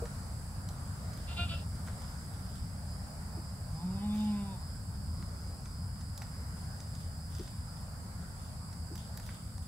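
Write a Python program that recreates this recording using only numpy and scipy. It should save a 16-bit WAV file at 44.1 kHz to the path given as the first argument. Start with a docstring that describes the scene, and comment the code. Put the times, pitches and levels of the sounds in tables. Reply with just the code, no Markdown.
"""A steady low rumble and a chorus of far insects open the scene: shaped noise and thin tones, heard all around.
Outdoors, near two microphones, goats browse on cut branches: hooves thud, twigs snap (ringing or splintering
noise bursts) and leaves rustle (clumps of tiny cracks). A cicada chirps, then holds its note: clicks ring its body.
One goat gives a short quavering bleat, pulses and breath through an open throat;
later one calls low with its mouth shut, a stack of harmonics through the nose with a faint hiss of breath."""
import sys
import numpy as np
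from scipy import signal
from scipy.fft import rfft, irfft, next_fast_len
from scipy.io import wavfile
from scipy.ndimage import uniform_filter1d, map_coordinates

SR = 44100
rng = np.random.default_rng(int(sys.argv[2]) if len(sys.argv) > 2 else 0)


def file_out(sig):
    """Save sig as 16-bit WAV at sys.argv[1]."""
    # one column per channel
    cols = np.atleast_2d(sig).T
    # limit, then scale
    lim = np.clip(cols, -1, 1)
    pcm = np.round(lim * 32767).astype(np.int16)
    wavfile.write(sys.argv[1], SR, pcm)


N = 426577
TIME = np.arange(N) / SR


def gain_of(db):
    """Decibels to amplitude."""
    return 10 ** (np.asarray(db) / 20)


def evened(x):
    """Scales to rms 1."""
    return x / np.sqrt(np.mean(x ** 2) + 1e-20)


def read(points, hz):
    """Reads a spectrum table on a log-frequency axis."""
    f, value = np.transpose(points)
    return np.interp(np.log(hz + 1), np.log(f + 1), value)


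def follow(rows, t):
    """The columns of a curve table at times t."""
    s, *columns = np.transpose(rows)
    return [np.interp(t, s, column) for column in columns]


def add(mix, start_s, sound):
    """Lays a sound into the mix at start_s."""
    part = mix[max(round(start_s * SR), 0):][:len(sound)]
    part += sound[:len(part)]


def colour(x, db_at):
    """Filters x by a function from Hz to dB."""
    size = next_fast_len(x.shape[-1])
    gain = gain_of(db_at(np.fft.rfftfreq(size, 1 / SR)))
    return irfft(rfft(x, size) * gain, size)[..., :x.shape[-1]]


def wander(t, rate):
    """A smooth random curve of rms about 1, with about rate turns a second."""
    knots = rng.standard_normal(2048)
    return map_coordinates(knots, [(t - t[0]) * rate], order=3, mode="wrap")


def band(x, lo_hz, hi_hz):
    """A gentle causal band-pass."""
    sos = signal.butter(2, [lo_hz, min(hi_hz, .49 * SR)], "band", fs=SR, output="sos")
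    return signal.sosfilt(sos, x)


# how long ground and bushes scatter each pitch: frequency_hz, t60_s (before scaling by ring)
YARD_DECAY = [(150, 0.023), (700, 0.29), (3000, 0.8), (8000, 0.13), (16000, 0.024)]


def yard(x, wet_db, lag_ms, pan_db, ring=1):
    """A source reaches two microphones directly (the right one lag_ms later) and scattered by ground and bushes."""
    taps = rng.choice([-1., 1.], (2, SR // 2)) * (rng.random((2, SR // 2)) < 1 / 10)
    taps[:, :SR // 500] = 0  # nothing scattered arrives in the first 2 ms
    hz, t, z = signal.stft(taps, SR, nperseg=256)
    t60_s = ring * read(YARD_DECAY, hz)[:, None]
    tail = signal.istft(z * gain_of(-60 * t / t60_s), SR, nperseg=256)[1]
    wet = signal.fftconvolve(x[None], tail / np.linalg.norm(tail[0]), axes=1)[:, :N]
    right = map_coordinates(x, [np.arange(N) - lag_ms * SR / 1000], order=3)
    direct = np.array([x, right])
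    return direct * gain_of([[pan_db / 2], [-pan_db / 2]]) + gain_of(wet_db) * wet


# how alike all-around sound is at the two microphones: frequency_hz, likeness (-1 to 1)
LIKENESS = [(60, 0.99), (200, 0.96), (330, 0.74), (500, 0.72), (770, 0.51), (1170, 0.079), (1800, -0.21),
            (2800, -0.15), (4800, 0.0041), (6400, 0.17), (10000, -0.037)]


def diffuse(db_at, patchy_db):
    """Noise from all around at rms 1, with drifting patches; the two sides agree mostly in the bass."""
    frames, hz = N // 512 + 5, np.fft.rfftfreq(2048, 1 / SR)
    a, b, c, d, patches = rng.standard_normal((5, frames, len(hz))).transpose(0, 2, 1)
    patches = uniform_filter1d(patches, size=16, axis=0)
    patches = evened(uniform_filter1d(patches, size=9, axis=1))
    same = np.clip(read(LIKENESS, hz), -1, 1)[:, None]
    left = a + 1j * b
    right = same * left + np.sqrt(1 - same ** 2) * (c + 1j * d)
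    z = np.array([left, right]) * gain_of(db_at(hz)[..., None] + patchy_db * patches)
    return evened(signal.istft(z, nperseg=2048, noverlap=1536)[1][:, :N])


# shape of the low rumble: frequency_hz, relative_db per Hz
RUMBLE_SHAPE = [(15, -32), (25, -42), (32, -26), (40, -2.5), (76, -3.5), (86, 4), (97, -4), (135, -5),
                (185, -6.5), (215, -13.5), (260, -18.5), (310, -29), (450, -57), (900, -75)]
# brief swells of the rumble: middle_s, rise_db, length_s
SWELLS = [(1.48, 3.5, 0.26), (2.6, 2, 0.14), (5.1, 2.5, .35)]
# shape of the open air: frequency_hz, relative_db per Hz
AIR_SHAPE = [(100, -12), (350, -5), (430, -4.5), (600, -1), (850, -1), (1150, -3), (1400, -3), (1900, -9.5),
             (2600, -18.5), (3500, -20.5), (4300, -15.5), (6500, -17), (12000, -21), (16000, -35)]
# levels at the start, and how fast they ease off
RUMBLE_DB, RUMBLE_FADE_DB_PER_S = -40, 0.15
AIR_DB, AIR_FADE_DB_PER_S = -53, 0.3845


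def background(swell_db=1.2, lowest_hz=35):
    """A far low rumble under the soft wash of open air, both shaped noise; both ease off slowly."""
    rumble_db = RUMBLE_DB - RUMBLE_FADE_DB_PER_S * TIME
    for middle_s, rise_db, length_s in SWELLS:
        rumble_db = rumble_db + rise_db * np.exp(-(2 * (TIME - middle_s) / length_s) ** 2)
    rumble = gain_of(rumble_db) * diffuse(lambda f: read(RUMBLE_SHAPE, f), patchy_db=0.0)
    rumble = colour(rumble, lambda f: -10 * np.log10(1 + (lowest_hz / (f + 1)) ** 8))
    rumble = rumble * gain_of([[.25], [-.25]])
    air_db = AIR_DB - AIR_FADE_DB_PER_S * TIME + swell_db * wander(TIME, 2.38)
    return rumble + gain_of(air_db) * diffuse(lambda f: read(AIR_SHAPE, f), patchy_db=1.5)


# kinds of far insect: frequency_hz, width_hz, relative_db, left_minus_right_db (the whole level gap)
INSECT_BANDS = [(4860, 630, -61.5, -8), (7606, 520, -60, -1.5), (8290, 1320, -61.5, -4.5),
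                (9720, 1330, -61, 6.5), (13940, 3400, -64.5, -0.5)]
# a shrill band of far cicadas: time_s, level_db
SHRILL_LEVEL = [(0, -87), (4, -62.5), (7.2, -69), (7.9, -66.5), (9, -60.5), (9.67, -68)]
CHORUS_DB, CHORUS_FADE_DB_PER_S = -56, 0.12


def chorus(ripple_db=3.0, shrill_hz=4850, shrill_width_hz=480):
    """Many far insects blur into a few bands, each kind from its own side; their pitches leave fine steady ridges."""
    def bands(f):
        power = 0
        for centre_hz, width_hz, db, side_db in INSECT_BANDS:
            hump = 2 ** -((2 * (f - centre_hz) / width_hz) ** 2)
            # amplitude formula on 2 * db gives power, so +-side_db shifts each side by half of it
            power = power + gain_of(2 * db + np.array([[side_db], [-side_db]])) / width_hz * hump
        ridges = evened(uniform_filter1d(rng.standard_normal((2, len(f))), size=3, axis=1))
        return 10 * np.log10(power + 1e-20) + ripple_db * ridges

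    shrill = diffuse(lambda f: -3 * (2 * (f - shrill_hz) / shrill_width_hz) ** 2, patchy_db=0.0)
    shrill = shrill * gain_of([[-2], [2]])  # towards the right
    far_db = CHORUS_DB - CHORUS_FADE_DB_PER_S * TIME
    far = gain_of(far_db + 0.29 * wander(TIME, 1.6)) * diffuse(bands, patchy_db=0.94)
    return far + gain_of(follow(SHRILL_LEVEL, TIME)[0]) * shrill


# farther insects, each a thin whine near one pitch: start_s, end_s, pitch_hz (early), pitch_hz (late), level_db
THIN_WHINES = [(0, 1.6, 4860, 4900, -72), (1.5, 3.7, 4930, 5050, -70), (1.3, 3.5, 5470, 5440, -78),
               (2, 4.7, 4790, 4750, -74)]


def whines(waver=0.00365):
    """Far insects as thin, slightly unsteady whines, each holding about one pitch, that swell and fade."""
    out = np.zeros(N)
    for start_s, end_s, early_hz, late_hz, level_db in THIN_WHINES:
        t = np.arange(start_s, end_s, 1 / SR)
        hz = np.linspace(early_hz, late_hz, len(t)) * (1 + waver * wander(t, 90))
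        tone = evened(np.sin(2 * np.pi * np.cumsum(hz) / SR))
        add(out, start_s, gain_of(level_db) * tone * signal.windows.tukey(len(t), .3))
    return yard(out, wet_db=-8.5, lag_ms=0, pan_db=-8)


# rustles of the leaves and, at 4.194 s, breath of the shut-mouth call, a faint broad hiss:
# middle_s, level_db (before the leaf colour), length_s
RUSTLES_AND_BREATH = [(1.869, -75, 0.089), (2.453, -79, .26), (4.194, -71, 0.23), (6.98, -78, 0.25),
                      (7.377, -72, 0.27), (8.424, -78, 0.23), (8.986, -71, 0.095), (9.27, -73.5, 0.2)]
# colour of the leaves: frequency_hz, relative_db per Hz
LEAF_COLOUR = [(300, -18), (900, -5), (2000, -6), (3200, -1), (5000, 3.5), (8000, 3), (13000, -7),
               (16000, -6)]


def leaves_and_breath(ticks_per_s=7, tick_db=-55, grains_per_s=250):
    """Clumps of tiny cracks for rustling leaves and one faint hiss of breath, and stray ticks of nibbling."""
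    ticks = rng.random(N) < ticks_per_s / SR
    out = gain_of(tick_db) * np.minimum(rng.exponential(1, N), 4) * ticks
    for middle_s, level_db, length_s in RUSTLES_AND_BREATH:
        size = int(length_s * SR)
        cracks = rng.standard_normal(SR)[:size] * (rng.random(SR)[:size] < grains_per_s / SR)
        add(out, middle_s - length_s / 2, gain_of(level_db) * evened(cracks) * np.hanning(size))
    # every crack becomes a tiny dying burst of noise
    t = np.arange(SR // 100) / SR
    grain = 3 * evened(rng.standard_normal(len(t)) * np.exp(-t / 0.00053)) / np.sqrt(len(t))
    out = signal.oaconvolve(out, grain)[:N]
    return yard(colour(out, lambda f: read(LEAF_COLOUR, f)), wet_db=5, lag_ms=0, pan_db=-16)


# dull knocks of hooves and branches on the soil: start_s, level_db (before the soft rise), pitch_hz
KNOCKS = [(.021, -28.5, 471), (1.17, -45, 310), (1.533, -40.5, 560), (1.884, -44, 648), (3.369, -41.5, 333),
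          (5.192, -48.5, 328), (7.391, -37, 362), (8.902, -38.5, 335)]
THUD_CYCLES = 44  # a knock falls by 60 dB in this many cycles


def hooves(rise_s=0.0045, scuff=0.66):
    """A soft blow rings briefly as a dying sine and scuffs the soil as noise around the same pitch."""
    out, t = np.zeros(N), np.arange(SR // 4) / SR
    for start_s, level_db, hz in KNOCKS:
        soil = evened(band(rng.standard_normal(len(t)), hz * 0.77, hz * 1.2))
        knock = np.sin(2 * np.pi * hz * t) + scuff * soil
        dying = gain_of(level_db - 60 * t * hz / THUD_CYCLES)
        add(out, start_s, dying * (1 - np.exp(-t / rise_s)) * knock)
    return yard(out, wet_db=-26, lag_ms=0, pan_db=3.0)


# twigs and leaf stalks snapping: start_s, level_db (before ring_db and scaling),
# body_db and top_db (gains of the low body and the bright top beside the crack)
TWIG_SNAPS = [(.055, -34, 11.5, -12), (.688, -34.5, -21, -4), (1.133, -38.5, 1, -8), (1.874, -35, 12, -12),
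              (1.883, -33, 15, -9), (5.225, -39, 9, -15), (5.657, -38.5, 6, -13), (6.01, -40, 2, -12),
              (6.177, -31, -8, 1.5), (6.219, -31, 11, -3), (6.229, -41, 17, -14), (6.803, -37, -10, -12),
              (6.951, -39, -12, -12), (7.35, -37.5, -1, -10), (7.394, -37.5, 2, -10),
              (7.477, -38.5, 7, -12), (7.81, -45, -15, 5), (8.728, -39, 0, -8), (8.955, -33.5, -4, 0),
              (9.174, -30.5, -2, 1.5), (9.198, -37, 5, 1), (9.264, -38, 0, 1), (9.289, -34.5, 22, -10),
              (9.579, -40.5, 4, -12)]
SNAP_T60_S = 0.027


def twigs(ring_db=-2, splinter=0.76):
    """Each snap is one sharp break and a few milliseconds of splintering: a woody body, a crack and a bright top."""
    out, t = np.zeros(N), np.arange(SR // 8) / SR
    for start_s, level_db, body_db, top_db in TWIG_SNAPS:
        burst = splinter * rng.standard_normal(len(t)) * gain_of(-60 * t / SNAP_T60_S)
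        burst[0] += 1.5  # the sharp break
        body = gain_of(body_db) * band(band(burst, 600, 2340), 670, 2130)
        crack = band(burst, 3880, 7700)
        top = gain_of(top_db) * band(burst, 9900, 14000)
        snap = body + crack + top
        add(out, start_s, gain_of(level_db + ring_db) * snap / np.linalg.norm(snap) * 4)
    return yard(out, wet_db=-9, lag_ms=-0.022, pan_db=-2.5)


# ringing of the cicada's body: frequency_hz, relative_db
CICADA_RINGING = [(4200, -22), (4520, -9), (4700, -10), (4860, 0), (5030, 0), (5200, -1), (5360, -13),
                  (5700, -24)]
# the opening chirps come ever closer and grow
FIRST_CHIRP_S, CHIRP_GAP_S, CHIRP_QUICKENING_S = 1.0, .476, .0042
CHIRP_DB, CHIRP_GROWTH_DB_PER_S = -61, 0.5
CHIRP_CLICKS_PER_S, CHIRP_SAG_PER_S, CHIRP_S = 168.6, 17, .34
# then they merge into a held note, which finally runs down
HELD_START_S, RUN_DOWN_S, HELD_END_S, HELD_DB = 4.82, 7.3, 8.0, -63
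HELD_CLICKS_PER_S, HELD_CLIMB_PER_S, RUN_DOWN_PER_S = 166.9, .3, 6.5
# the chirping lingers as a fading throb, softest where the clicks are fastest
THROB_AT_S, THROB_PERIOD_S, THROB_FADE_S = 5.33, .29, 1.66
THROB_CLICKS_PER_S, THROB_DB = 1.58, 2.5


def cicada(jitter=0.00211, fade_db_per_s=18, count=9):
    """Rapid clicks ring the body near 5 kHz; the rate sags through each chirp, then nearly holds."""
    def buzz(t, db, rate):
        turns = np.cumsum(rate * (1 + jitter * wander(t, 110))) / SR
        lines = np.zeros(len(t))
        for k in np.arange(25, 35):  # the harmonics of the click rate that the body rings
            level = gain_of(read(CICADA_RINGING, k * rate)) * (1 + .35 * wander(t, 25))
            lines += level * np.cos(2 * np.pi * k * turns)
        return gain_of(db) * evened(lines)

    out, t = np.zeros(N), np.arange(0, CHIRP_S, 1 / SR)
    for k in range(count):
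        start_s = FIRST_CHIRP_S + k * (CHIRP_GAP_S - k * CHIRP_QUICKENING_S)
        db = CHIRP_DB + CHIRP_GROWTH_DB_PER_S * (start_s - FIRST_CHIRP_S)
        chirp = buzz(t, db - fade_db_per_s * t, CHIRP_CLICKS_PER_S - CHIRP_SAG_PER_S * t)
        add(out, start_s, chirp * signal.windows.tukey(len(t), .4))
    t = np.arange(HELD_START_S, HELD_END_S, 1 / SR)
    throb = np.cos(2 * np.pi * (t - THROB_AT_S) / THROB_PERIOD_S) * np.exp(-(t - t[0]) / THROB_FADE_S)
    rate = HELD_CLICKS_PER_S + HELD_CLIMB_PER_S * (t - t[0])
    rate = rate - RUN_DOWN_PER_S * np.maximum(t - RUN_DOWN_S, 0)
    held = buzz(t, HELD_DB - THROB_DB * throb, rate + THROB_CLICKS_PER_S * throb)
    add(out, t[0], held * signal.windows.tukey(len(t), .15))
    return yard(out, wet_db=-10, lag_ms=-.02, pan_db=-5)


HEAVE_RISE_S, HEAVE_SAG_DB_PER_S, HEAVE_RELEASE_DB_PER_S = .018, 66, 420


def heave(t, length_s):
    """The envelope of one heave: a quick rise, a sagging hold, a release."""
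    sag_db = HEAVE_SAG_DB_PER_S * np.maximum(t, 0)
    release_db = HEAVE_RELEASE_DB_PER_S * np.maximum(t - length_s, 0)
    return np.clip(t / HEAVE_RISE_S, 0, 1) * gain_of(-(sag_db + release_db))


# resonances of the open throat: frequency_hz, width_hz, relative_db
THROAT_PEAKS = [(634, 260, 1.5), (1425, 150, 5), (2500, 420, -5.5), (2860, 240, 0), (3230, 460, -6),
                (3760, 700, -6), (4590, 900, -8)]
# heaves of the bleat: start_s, length_s, effort_db, middle_pitch_hz, roughness (0-1),
# top_db (the rasping top against the body)
BLEAT_HEAVES = [(1.269, 0.047, -53.5, 344.2, 0.42, -9), (1.359, 0.0796, -42.5, 347.2, 0.22, -12.5),
                (1.48, 0.059, -46, 335.8, 0.34, -6.5)]
HEAVE_GLIDE_HZ_PER_S = 97  # the pitch climbs through a heave
BODY_LAG_S, EDGE_DB = .016, -2  # the treble leads, the body follows; the middle against the body
SLACK_ROUGH, SLACK_DB, BLEAT_TAIL_S = 0.5, -61.5, 0.11  # between and after heaves the voice is weak and rough


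def bleat(jitter=.007, flank_db=-20, shimmer=.16, hiss_db=-4):
    """Glottal pulses and puffs of air through the open throat; each heave starts pressed and bright, then mellows."""
    first_s, end_s = BLEAT_HEAVES[0][0], BLEAT_HEAVES[-1][0] + BLEAT_HEAVES[-1][1]
    t = np.arange(first_s, end_s + BLEAT_TAIL_S, 1 / SR)
    low = middle = high = gain_of(SLACK_DB) * signal.windows.tukey(len(t), .3)
    rough, pitch = np.full(len(t), SLACK_ROUGH), []
    for start_s, length_s, db, middle_hz, heave_rough, top_db in BLEAT_HEAVES:
        push = heave(t - start_s, length_s)
        late_push = heave(t - start_s - BODY_LAG_S, length_s - BODY_LAG_S)
        low = np.hypot(low, gain_of(db) * late_push)
        middle = np.hypot(middle, gain_of(db + EDGE_DB) * push)
        high = np.hypot(high, gain_of(db + top_db) * push)
        rough = rough + (heave_rough - SLACK_ROUGH) * push / push.max()
        glide_hz = HEAVE_GLIDE_HZ_PER_S * length_s / 2
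        pitch += [(start_s, middle_hz - glide_hz), (start_s + length_s, middle_hz + glide_hz)]
    rough = np.clip(rough, 0, 1)
    turns = np.cumsum(follow(pitch, t)[0] * (1 + jitter * wander(t, 267))) / SR
    pulses = sum(np.cos(2 * np.pi * k * turns) for k in np.arange(1, 22))
    folds = (1 + shimmer * wander(t, 170)) * pulses
    # a puff of hiss with every pulse
    puffs = gain_of(hiss_db) * np.exp(-(turns % 1) / 1.6) * rng.standard_normal(len(t))

    def throat(f):
        peaks = sum(gain_of(2 * db) / (1 + (2 * (f - c) / w) ** 2) ** 2 for c, w, db in THROAT_PEAKS)
        flanks = gain_of(2 * flank_db) * (f > 250) / (1 + (f / 4500) ** 8)
        return 10 * np.log10(peaks + flanks)

    voice = colour((1 - rough) * evened(folds) + 3 * rough * puffs, throat)
    lower = colour(voice, lambda f: -10 * np.log10(1 + (f / 1900) ** 12))
    upper = colour(voice, lambda f: -10 * np.log10(1 + (3900 / (f + 1)) ** 14))
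    body, edge = np.zeros(N), np.zeros(N)
    add(body, t[0], low * evened(lower))
    add(edge, t[0], middle * evened(voice - lower - upper) + high * evened(upper))
    # the leaves scatter the treble more than the body of the voice
    body = yard(body, wet_db=-14, lag_ms=.03, pan_db=0)
    return body + yard(edge, wet_db=-5, lag_ms=.08, pan_db=0, ring=.12)


# course of the shut-mouth call: time_s, pitch_hz
CALL_PITCH = [(3.66, 135.8), (3.73, 151), (3.754, 157), (3.832, 175.2), (4.052, 207.7), (4.214, 212.7),
              (4.326, 208.1), (4.518, 192.7), (4.6, 167.6)]
# its fundamental, before the nose: time_s, level_db
CALL_FUNDAMENTAL = [(3.66, -44), (3.745, -37), (3.8, -51), (3.86, -33), (3.98, -42.5), (4.1, -34),
                    (4.31, -32.5), (4.42, -40), (4.6, -47)]
# the passage through the nose: frequency_hz, gain_db
NOSE_PASSAGE = [(130, -4), (210, 2), (300, -29), (380, -20.5), (425, -31.5), (570, -26), (635, -26),
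                (740, -23.5), (845, -16), (970, -15.5), (1020, -16.5), (1070, -31.5), (1300, -55),
                (1700, -43.5), (2300, -36), (3000, -37.5), (3350, -43), (3620, -27.5), (4100, -47),
                (4600, -46), (6000, -56)]
# the overtones at the highest pitch, before the nose; they grow with the pitch, the treble most
OVERTONES_DB, OVERTONES_DB_PER_OCTAVE, TREBLE_DB, TREBLE_DB_PER_OCTAVE = -36.5, 16, 3, 28


def hum(jitter=.002, wobble=.003, shimmer=.3):
    """A clean arched call through the nose: strong fundamental, the overtones growing as the pitch rises."""
    t = np.arange(CALL_PITCH[0][0], CALL_PITCH[-1][0], 1 / SR)
    hz, fundamental_db = follow(CALL_PITCH, t)[0], follow(CALL_FUNDAMENTAL, t)[0]
    octaves = np.log2(hz / hz.max())
    overtones_db = OVERTONES_DB + OVERTONES_DB_PER_OCTAVE * octaves
    treble_db = TREBLE_DB + TREBLE_DB_PER_OCTAVE * octaves
    turns = np.cumsum(hz * (1 + jitter * wander(t, 110) + wobble * wander(t, 22.2))) / SR
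    voice = np.zeros(len(t))
    for k in np.arange(1, 27):
        source_db = fundamental_db if k == 1 else overtones_db
        level_db = read(NOSE_PASSAGE, k * hz) + source_db + treble_db * (k > 7)
        flutter = 1 + shimmer * min(k / 4, 2) * wander(t, 28.98)
        voice += gain_of(level_db) * flutter * np.cos(2 * np.pi * k * turns)
    out = np.zeros(N)
    add(out, t[0], np.sqrt(2) * voice * signal.windows.tukey(len(t), .14))
    return yard(out, wet_db=-15, lag_ms=.09, pan_db=0)


def scene():
    """Air and insects, browsing goats, a cicada and two calls."""
    surroundings = background() + chorus() + whines()
    near = leaves_and_breath() + hooves() + twigs()
    return surroundings + near + cicada() + bleat() + hum()


EDGE_HZ = 15800


def record(dry):
    """The recorder's band limit: a steep low-pass at EDGE_HZ."""
    low_pass = signal.firwin(511, EDGE_HZ, window=("kaiser", 9), fs=SR)
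    return signal.oaconvolve(dry, low_pass[None], "same")


dry = scene()
out = record(dry)
file_out(out)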